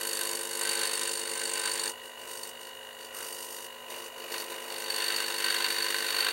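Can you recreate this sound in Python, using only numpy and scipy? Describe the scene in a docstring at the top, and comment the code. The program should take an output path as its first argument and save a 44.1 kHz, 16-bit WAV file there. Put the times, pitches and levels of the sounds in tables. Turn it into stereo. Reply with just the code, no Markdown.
"""A bright, buzzing rasp: a scroll saw is cutting a wooden board, close up in a small workshop.
It runs almost free while the board scrapes round on the table, then bites in again, duller.
On each downstroke the teeth rasp, shake the board and ring the blade. Underneath, the arm knocks at
both ends of its travel, fifty strokes a second, and the motor's chopped current sings."""
import sys
import numpy as np
from scipy import signal
from scipy.fft import rfft, irfft, next_fast_len
from scipy.io import wavfile
from scipy.ndimage import uniform_filter1d, map_coordinates

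SR = 44100
rng = np.random.default_rng(int(sys.argv[2]) if len(sys.argv) > 2 else 0)


def digitize_waveform(pressure):
    """Quantize a signal to 16-bit integers and store it at the path in sys.argv[1].

    Rows of a 2-D input are taken as channels; values are limited to [-1, 1].
    """
    field = np.atleast_2d(pressure).T
    bounded = np.clip(field, -1, 1)
    quanta = np.round(bounded * 32767).astype(np.int16)
    wavfile.write(sys.argv[1], SR, quanta)


N = 278712
T = np.arange(N) / SR
FFT_SIZE = 2 * next_fast_len(N // 2 + 4096)
FREQ = np.maximum(np.arange(FFT_SIZE // 2 + 1) * SR / FFT_SIZE, 1)
SIDES = np.array([[1], [-1]])  # left, right

# The stereo image. Each row: frequency in Hz, likeness of the sides 0-1, left minus right in dB.
STEREO = [(40, .4, -2.5), (130, .75, -3.5), (350, .96, -3.3), (550, .95, -4.3), (1000, .88, -3.4),
          (2000, .85, -2), (4200, .88, -.5), (7000, .82, 0), (15000, .68, -3)]
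# Unequal paths to the two sides. Each row: frequency in Hz, lead of the left in radians.
LEFT_LEAD = [(100, 0), (2000, -.65), (3450, -.4), (4130, -1.8), (4450, -1.1), (5500, -2.4), (7000, -.6),
             (8000, -2.4), (8700, -2), (11000, -1.2), (15000, -2)]
# Peaks and dips that colour the saw's noise, plus a thin whistle near 15.7 kHz.
# Each row: centre in Hz, width in Hz, lift in dB, left minus right in dB.
PEAKS_AND_DIPS = [(1018.5, 68, 12, -6), (1542, 52, 11.5, 7.5), (1814, 320, 4, -10), (2810, 404, 13.5, 4.5),
                  (3750, 74, 9.5, -3), (4578, 116, 8.5, -18), (6940, 110, 5.5, -6), (8100, 146, 5.5, 14.5),
                  (8557, 340, 10.5, -12.5), (9250, 300, 5.5, 0.5), (12000, 170, -5, 11),
                  (15750, 290, 13.5, 2)]
# Tone curves of the sources. Each row: frequency in Hz, gain in dB.
WHIRR_EQ = [(25, -99), (110, -96.5), (190, -100), (400, -93), (600, -81.5), (1000, -88), (3800, -107.5),
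            (5100, -102.5), (6800, -94), (10000, -96), (15800, -94)]  # running machine and room
SCRAPE_EQ = [(100, -30), (220, -16.5), (320, -8.5), (450, -4.5), (680, 0), (810, -10.5), (1150, -6.5),
             (1700, -12), (2600, -3.5), (3400, -21), (8000, -27)]  # wood on steel
FRAME_EQ = [(50, -22), (150, -22.5), (250, -12), (345, 4.5), (450, 8), (550, 0.5), (650, -8), (750, -14),
            (850, -0.5), (950, -30), (1100, -10), (1400, -30), (3000, -14.5)]  # knocked frame
BOARD_EQ = [(100, -33), (200, -38), (330, 1.5), (520, -28.5), (700, -1.5), (800, -8), (1000, -2.5),
            (1280, -2.5), (2000, 1.5), (2500, -5.5), (3300, -6), (4200, 2.5), (5200, -26.5), (9000, -46)]  # shaken board
KEEN_EQ = [(1500, -14), (3500, -22), (5200, 3), (6500, 3), (9300, 6), (10500, -4.5), (12800, -8),
           (14000, -3), (15500, -7.5)]  # teeth shaving
DULL_EQ = [(1500, -15.5), (3500, -9), (5000, 2), (5800, 7.5), (7500, -2.5), (13500, 7), (15500, -4.5)]  # teeth rubbing
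# The board slides on the table. Each row: middle in seconds, half length in seconds, level in dB.
SLIDES = [(2.243, 0.098, -52), (3.204, 0.15, -53.5), (3.957, 0.16, -49.5), (4.256, 0.11, -48),
          (4.373, 0.068, -49), (4.62, 0.26, -48)]
# Motor whine. Each row: multiple of the chopping rate, base levels in dB of the line, its lower
# sideband and its upper sideband, crank angle of its swell in turns.
WHINE = [(.5, -67, -90, -90, 0), (1, -70, -60, -56, .7), (2, -59, -67, -58.5, .05), (3, -65, -78, -70, .1),
         (4, -61, -63, -63, .15), (6, -58, -54.5, -53.5, .31)]
# The crank sags under load. Each row: time in seconds, speed in strokes per second.
CRANK_SPEED = [(0, 50.043), (0.4, 49.861), (1.85, 49.861), (2.1, 50.395), (2.9, 50.51), (3.3, 50.111),
               (3.8, 50.402), (4.4, 49.91), (5.0, 49.949), (5.6, 49.844)]
# Blade meets wood. Each row: start in seconds, length in seconds, load in dB (0 is a full cut),
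# base rasp level in dB, extra ring in dB.
CUTS = [(-.1, 2.016, 0, -36.5, 0.5), (4.668, 1.8, -1.5, -41.5, 0.5)]  # the two long cuts
NUDGES = [(2.035, 0.058, -9, -49, 0), (2.19, 0.086, -11, -48.5, -2), (2.28, 0.23, -8, -42.5, 5.5),
          (2.6, 0.11, -10, -50, 12), (2.99, 0.098, -10, -49.5, 5), (3.14, 0.53, -8, -41.5, -3),
          (3.89, 0.2, -5, -44.5, -11), (4.17, 0.16, -5.5, -48.5, 1), (4.315, 0.15, -0.5, -41, -6.5),
          (4.48, 0.17, -3, -45, -10)]  # brushes as the board is turned
# The hands feed each long cut. Each row: time in seconds, dB over an ordinary push.
FIRST_FEED = [(0, -1), (.14, 1), (.3, 0.5), (.48, -3), (.72, 4.5), (.87, 3.5), (1.28, -1), (1.68, 3),
              (1.9, 1)]
SECOND_FEED = [(4.8, -0.5), (5.0, 6), (5.2, 6.5), (5.34, 4), (5.47, 7.5), (5.72, 7), (5.84, 5.5), (5.91, 7),
               (6.02, 5.5), (6.22, 8.5), (6.32, 5.5)]
# How the teeth bite. Each row: time in seconds, keenness from 0 (dull rub) to 1 (bright shaving).
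KEENNESS = [(0, 0.95), (1.88, 0.92), (2.0, 0.43), (4.3, 0.021), (5.0, 0.5), (6.32, 0.27)]
# Strokes on which the teeth catch. Each row: time in seconds, board accent in dB, ring accent in dB.
CATCHES = [(.074, -2.5, 6.5), (1.037, -1, 5), (.695, -1, 3.5), (1.457, 0, 6), (1.678, 3, 1.5),
           (1.718, -1, 5), (1.798, 0.5, 6), (1.838, 0, 4.5), (2.435, 1, 16), (4.324, -4, 8), (4.344, 3, 8),
           (4.384, 1.5, 13), (4.404, 0, 16), (4.904, 1, 8), (5.044, -1, 5), (5.085, -1.5, 5.5),
           (5.165, -3.5, 9), (5.445, 0.5, 6), (5.507, 2.5, 4.5), (5.646, 2.5, 6), (5.706, 2, 5),
           (5.828, 0.5, 7.5), (6.208, 0, 6), (6.268, 4.5, -5), (6.288, 3, 4)]
# Hiss in the keen cut. Each row: time in seconds, centre in Hz, level in dB against the keen rasp.
SIZZLE = [(0, 11400, -4), (1.0, 10800, -9.5), (1.5, 9840, -15), (1.85, 9340, -11.5), (2.1, 9470, -22)]

# How each layer follows the work: base level in dB, dB per dB of load, dB per dB of feed.
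KNOCK_LAW, BOARD_LAW, RING_LAW = (-44, 0.84, 0.087), (-39, 1.65, 1.436), (-44.5, 2.15, 1.45)
# When each sound is driven within a stroke: start, rise and length, all in turns of the crank.
PUSH, PLUCK, CLACK = (-.06, .015, .52), (-.05, .04, .3), (.56, .03, .12)
SHAVE, RUB = (-.025, .01, .34), (-.03, .025, .3)
REVERSAL = -.07  # crank angle at the top of the stroke, in turns
CUT_EDGES_S, NUDGE_EDGES_S = (.016, .01), (.007, .007)  # attack, release


def amp(db):
    """Decibels to gain."""
    return 10 ** (np.asarray(db) / 20)


def curves(table):
    """Each column of a table as a line through time."""
    seconds, *columns = np.transpose(table)
    return [np.interp(T, seconds, column) for column in columns]


def shape(table, column=1):
    """One column of a table as a line over log frequency."""
    rows = np.array(table)
    return np.interp(np.log(FREQ), np.log(rows[:, 0]), rows[:, column])


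def unit(x):
    """Scale a stereo sound so that its middle has rms 1."""
    return x / np.std(x.mean(0))


def colour(x, db=0):
    """Minimum-phase EQ, then the level and phase differences that place a sound in stereo."""
    cepstrum = irfft(np.log(amp(db + SIDES * shape(STEREO, column=2) / 2)))
    cepstrum[:, 1:FFT_SIZE // 2] *= 2
    cepstrum[:, FFT_SIZE // 2 + 1:] = 0
    response = np.exp(rfft(cepstrum) + .5j * SIDES * shape(LEFT_LEAD))
    return irfft(rfft(x, FFT_SIZE) * response)[:, :N]


def noise():
    """White stereo noise, most alike on the two sides in the low mids."""
    alike = shape(STEREO)
    mid, side = rfft(rng.standard_normal((2, FFT_SIZE)))
    return irfft(mid * np.sqrt((1 + alike) / 2) + SIDES * side * np.sqrt((1 - alike) / 2))[:, :N]


def wander(rate_hz):
    """Smooth random drift with a spread near 1."""
    steps = rng.standard_normal(N // 4)
    return np.sqrt(3 / 2) * np.interp(T * rate_hz, np.arange(len(steps)), steps)


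def mode_db(hz, width_hz):
    """The tone curve of a single resonance."""
    return -20 * np.log10(1 + ((FREQ - hz) / width_hz) ** 2)


def peaks_db():
    """The peaks and dips as one tone curve for each side."""
    return sum((db + SIDES * pan_db / 2) / (1 + (2 * (FREQ - hz) / width_hz) ** 2) ** 0.66
               for hz, width_hz, db, pan_db in PEAKS_AND_DIPS)


def held(start, length, attack, release):
    """A contact swells, holds and lets go."""
    swell = 1 + np.tanh((T - start) / attack / 2)
    let_go = 1 + np.tanh((start + length - T) / release / 2)
    return swell * let_go / 4


def contact(ease_db=-3.5, idle_load_db=-22, idle_rasp_db=-58):
    """Load, rasp gain and extra ring in dB: cuts hold steady, the hands ease off over each nudge."""
    load, rasp, zing_db = 0, 0, 0
    for table, edges, fade_db in ((CUTS, CUT_EDGES_S, 0), (NUDGES, NUDGE_EDGES_S, ease_db)):
        for start, length, load_db, rasp_db, extra_db in table:
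            gate = held(start, length, *edges)
            touch = gate * amp(fade_db * np.clip((T - start) / length, 0, 1))
            load += amp(load_db) * touch
            rasp += amp(rasp_db) * touch
            zing_db += extra_db * gate
    return np.hypot(load, amp(idle_load_db)), np.hypot(rasp, amp(idle_rasp_db)), zing_db


def feeding():
    """The push of the hands in dB, which varies only during the two long cuts."""
    return sum(curves(feed)[0] * held(*cut[:2], *CUT_EDGES_S)
               for cut, feed in zip(CUTS, (FIRST_FEED, SECOND_FEED)))


def stroke_envelope(turn, timing, tail_s, drag_db):
    """One dying burst a turn, over the drag of the blade, which eases at each reversal."""
    start, rise, length = timing
    since = (turn - start) % 1
    power = np.minimum(since / rise, 1) * (since < length) * (1 - since / length / 2)
    decay = np.exp(-1 / (tail_s * SR))
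    burst = signal.lfilter([1 - decay], [1, -decay], power)
    drag = 1 - .5 * np.cos(4 * np.pi * (turn - REVERSAL))
    return np.sqrt(burst + drag * amp(drag_db) ** 2)


def stroke_force(turn, scatter_db, accents_db):
    """Each stroke meets different grain; on some the teeth catch."""
    stroke = np.floor(turn - REVERSAL).astype(int) + 1
    db = scatter_db * rng.standard_normal(N // 100)
    for (at_s, _, _), accent_db in zip(CATCHES, accents_db):
        db[stroke[int(at_s * SR)]] = accent_db
    return uniform_filter1d(amp(db)[stroke], size=40)


def tooth_texture(turn, memory, loose_db):
    """The same teeth pass on every stroke, so their noise nearly repeats; loose fibres add more."""
    points = SR // 50  # per stroke
    fresh = rng.standard_normal((int(turn[-1]) + 20, points))
    pattern = signal.lfilter([np.sqrt(1 - memory ** 2)], [1, -memory], fresh, axis=0).ravel()
    fibres = np.diff(noise(), prepend=0)  # rises towards the treble
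    return map_coordinates(pattern, [(turn + 10) * points], order=3) + amp(loose_db) * fibres


def workshop(hum_hz=100, hum_db=-78):
    """The bed: a steady whirr of the machine, with a trace of mains hum."""
    whirr = colour(noise(), shape(WHIRR_EQ) + 0.58 * peaks_db()) * np.sqrt(SR / 2)
    hum = np.sqrt(2) * np.sin(2 * np.pi * hum_hz * T)
    return whirr + amp(hum_db) * hum


def sliding(rough_db=3.0):
    """Wood scrapes over the steel table as the hands swing the board round."""
    push = sum(amp(db) * np.exp(-((T - at_s) / half_s) ** 2) for at_s, half_s, db in SLIDES)
    friction = noise() * amp(rough_db * wander(150))
    return push * unit(colour(friction, shape(SCRAPE_EQ)))


def hollow_rub(at_s=3.21, half_s=0.077, level_db=-49):
    """Pressed down as it turns, the board rubs with a hollow note."""
    swell = np.exp(-((T - at_s) / half_s) ** 2)
    return amp(level_db) * swell * unit(colour(noise(), mode_db(hz=1450, width_hz=300)))


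def motor(turn, knock_db, chop_hz=480.15, waver_db=1.0, skirt_db=-18):
    """Chopped current sings in the windings, pulsing with the crank; load swells the low notes."""
    whine = np.zeros((2, N))
    load_db = np.maximum(knock_db + 54.5, 0)
    for multiple, line_db, lower_db, upper_db, angle in WHINE:
        hz = multiple * chop_hz
        levels = (lower_db + skirt_db, lower_db, line_db, upper_db, upper_db + skirt_db)
        phase = hz * T + rng.random()
        # line and sidebands beat, throbbing in step with the crank
        tone = sum(amp(db) * np.sin(2 * np.pi * (phase + sideband * (turn - angle)))
                   for sideband, db in enumerate(levels, start=-2))
        swell_db = 0.46 * load_db / (1 + (hz / 1600) ** 4)
        whine += np.sqrt(2) * tone * amp(swell_db + waver_db * wander(16))
    return colour(whine)


def arm_knock(turn, return_share=0.74, return_turns=.497, rough_db=1.53):
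    """The arm reverses twice a turn; the two opposite knocks ring the frame."""
    knocks = 0
    for angle, size in ((0, 1), (return_turns, -return_share)):
        count = np.floor(turn - angle)
        knocks += size * np.diff(count, prepend=count[0])
    return unit(colour(knocks * amp(rough_db * wander(60)), shape(FRAME_EQ)))


def board_rattle(turn, scatter_db=2.2):
    """The upstroke lifts the board, which clacks unevenly against the table."""
    size = amp(scatter_db * rng.standard_normal(N // 100))[np.floor(turn).astype(int) + 1]
    clack = size * stroke_envelope(turn, CLACK, tail_s=.001, drag_db=-20)
    texture = tooth_texture(turn, memory=.9, loose_db=-5)
    return unit(colour(texture * clack, mode_db(hz=1000, width_hz=170)))


def tooth_chatter(turn, teeth_per_stroke=10.6, slip_teeth=.22):
    """Teeth strike the wood in turn: their rate rises and falls with the speed of the blade."""
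    travel = (1 - np.cos(2 * np.pi * (turn - REVERSAL))) / 2
    return np.sqrt(2) * np.sin(2 * np.pi * (teeth_per_stroke * travel + slip_teeth * wander(130)))


def board_shake(turn, grit, keen, accents_db, chatter_db=-8):
    """The body of the cut: tearing fibres and striking teeth shake the board."""
    force = stroke_force(turn, scatter_db=1.1, accents_db=accents_db)
    # a dull cut has less drag between bites, so its jolts stand out
    push = force * stroke_envelope(turn, PUSH, tail_s=.0013, drag_db=-7.7 + 5.5 * keen)
    fibres = tooth_texture(turn, memory=0.81, loose_db=9) * grit
    tearing = unit(colour(fibres * push, shape(BOARD_EQ) + peaks_db()))
    chatter = unit(colour(tooth_chatter(turn) * push ** 2, shape(BOARD_EQ) + 0.93 * peaks_db()))
    return unit(tearing + amp(chatter_db) * chatter)


def blade_ring(turn, accents_db, hz=4480, detune=.007, peak_turns=.29, half_turns=.165):
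    """Each downstroke bows the taut blade into a short ping, with a fainter, noisy shiver."""
    since = (turn - REVERSAL) % 1
    stroke = (turn - REVERSAL + 1).astype(int)
    stroke_hz = hz * (1 + detune * rng.standard_normal(N)[stroke])
    tone = np.sin(2 * np.pi * stroke_hz * since / curves(CRANK_SPEED)[0])
    swell = np.exp(-((since - peak_turns) / half_turns) ** 2)
    ping = unit(colour(swell * tone))
    pluck = stroke_envelope(turn, PLUCK, tail_s=.0005, drag_db=-3.5)
    shiver = unit(colour(noise() * pluck, mode_db(hz, width_hz=135)))
    return unit(ping + amp(-6) * shiver) * stroke_force(turn, scatter_db=1.9, accents_db=accents_db)


def sizzle(shave, width_hz=1500):
    """A band of hiss that pulses with the teeth and sinks in pitch along the first cut."""
    centre_hz, level_db = curves(SIZZLE)
    low_noise = signal.sosfilt(signal.butter(3, width_hz / 2, fs=SR, output="sos"), noise())
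    band = low_noise * np.cos(2 * np.pi * np.cumsum(centre_hz) / SR)
    return unit(band * shave) * amp(level_db)


def tooth_rasp(turn, grit, keen, accents_db):
    """Teeth hiss in the kerf in gritty bursts; keenness crossfades a dull rub into bright shaving."""
    force = grit * stroke_force(turn, scatter_db=1.1, accents_db=accents_db)
    shave = force * stroke_envelope(turn, SHAVE, tail_s=.0011, drag_db=-11.5)
    rub = force * stroke_envelope(turn, RUB, tail_s=.002, drag_db=-6)
    shaving = unit(colour(noise() * shave, shape(KEEN_EQ) + peaks_db()))
    bright = unit(shaving + sizzle(shave))
    dull = unit(colour(noise() * rub, shape(DULL_EQ) + 1.08 * peaks_db()))
    return np.sqrt(keen) * bright + np.sqrt(1 - keen) * dull


def scene():
    """One crank drives the arm, the motor's throb and the cut; load and feed ride their levels."""
    turn = np.cumsum(curves(CRANK_SPEED)[0]) / SR - .5
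    load, rasp_gain, zing_db = contact()
    feed_db, keen = feeding(), curves(KEENNESS)[0]
    knock_db, board_db, ring_db = (db + per_load * 20 * np.log10(load) + per_feed * feed_db
                                   for db, per_load, per_feed in (KNOCK_LAW, BOARD_LAW, RING_LAW))
    # a keen cut shakes the board less; a faint tremor stays when the blade runs free
    board_gain = np.hypot(amp(board_db - 3.5 * keen), amp(-52.5))
    knocks = (arm_knock(turn) + amp(-9) * board_rattle(turn)) * amp(knock_db)
    whine = motor(turn, knock_db)
    _, jolts_db, pings_db = np.transpose(CATCHES)
    grit = amp(2.1 * wander(3500))  # tearing fibres roughen board and rasp together
    board = board_shake(turn, grit, keen, jolts_db) * board_gain
    ring = blade_ring(turn, pings_db) * amp(ring_db + zing_db)
    rasp = tooth_rasp(turn, grit, keen, 0.24 * pings_db) * rasp_gain * amp(0.61 * feed_db)
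    return knocks + whine + board + ring + rasp + sliding() + hollow_rub() + workshop()


def record(dry, top_hz=15850):
    """A steep low-pass takes off the very top."""
    return signal.sosfilt(signal.ellip(12, .2, 80, top_hz, fs=SR, output="sos"), dry)


dry = scene()
out = record(dry)
digitize_waveform(out)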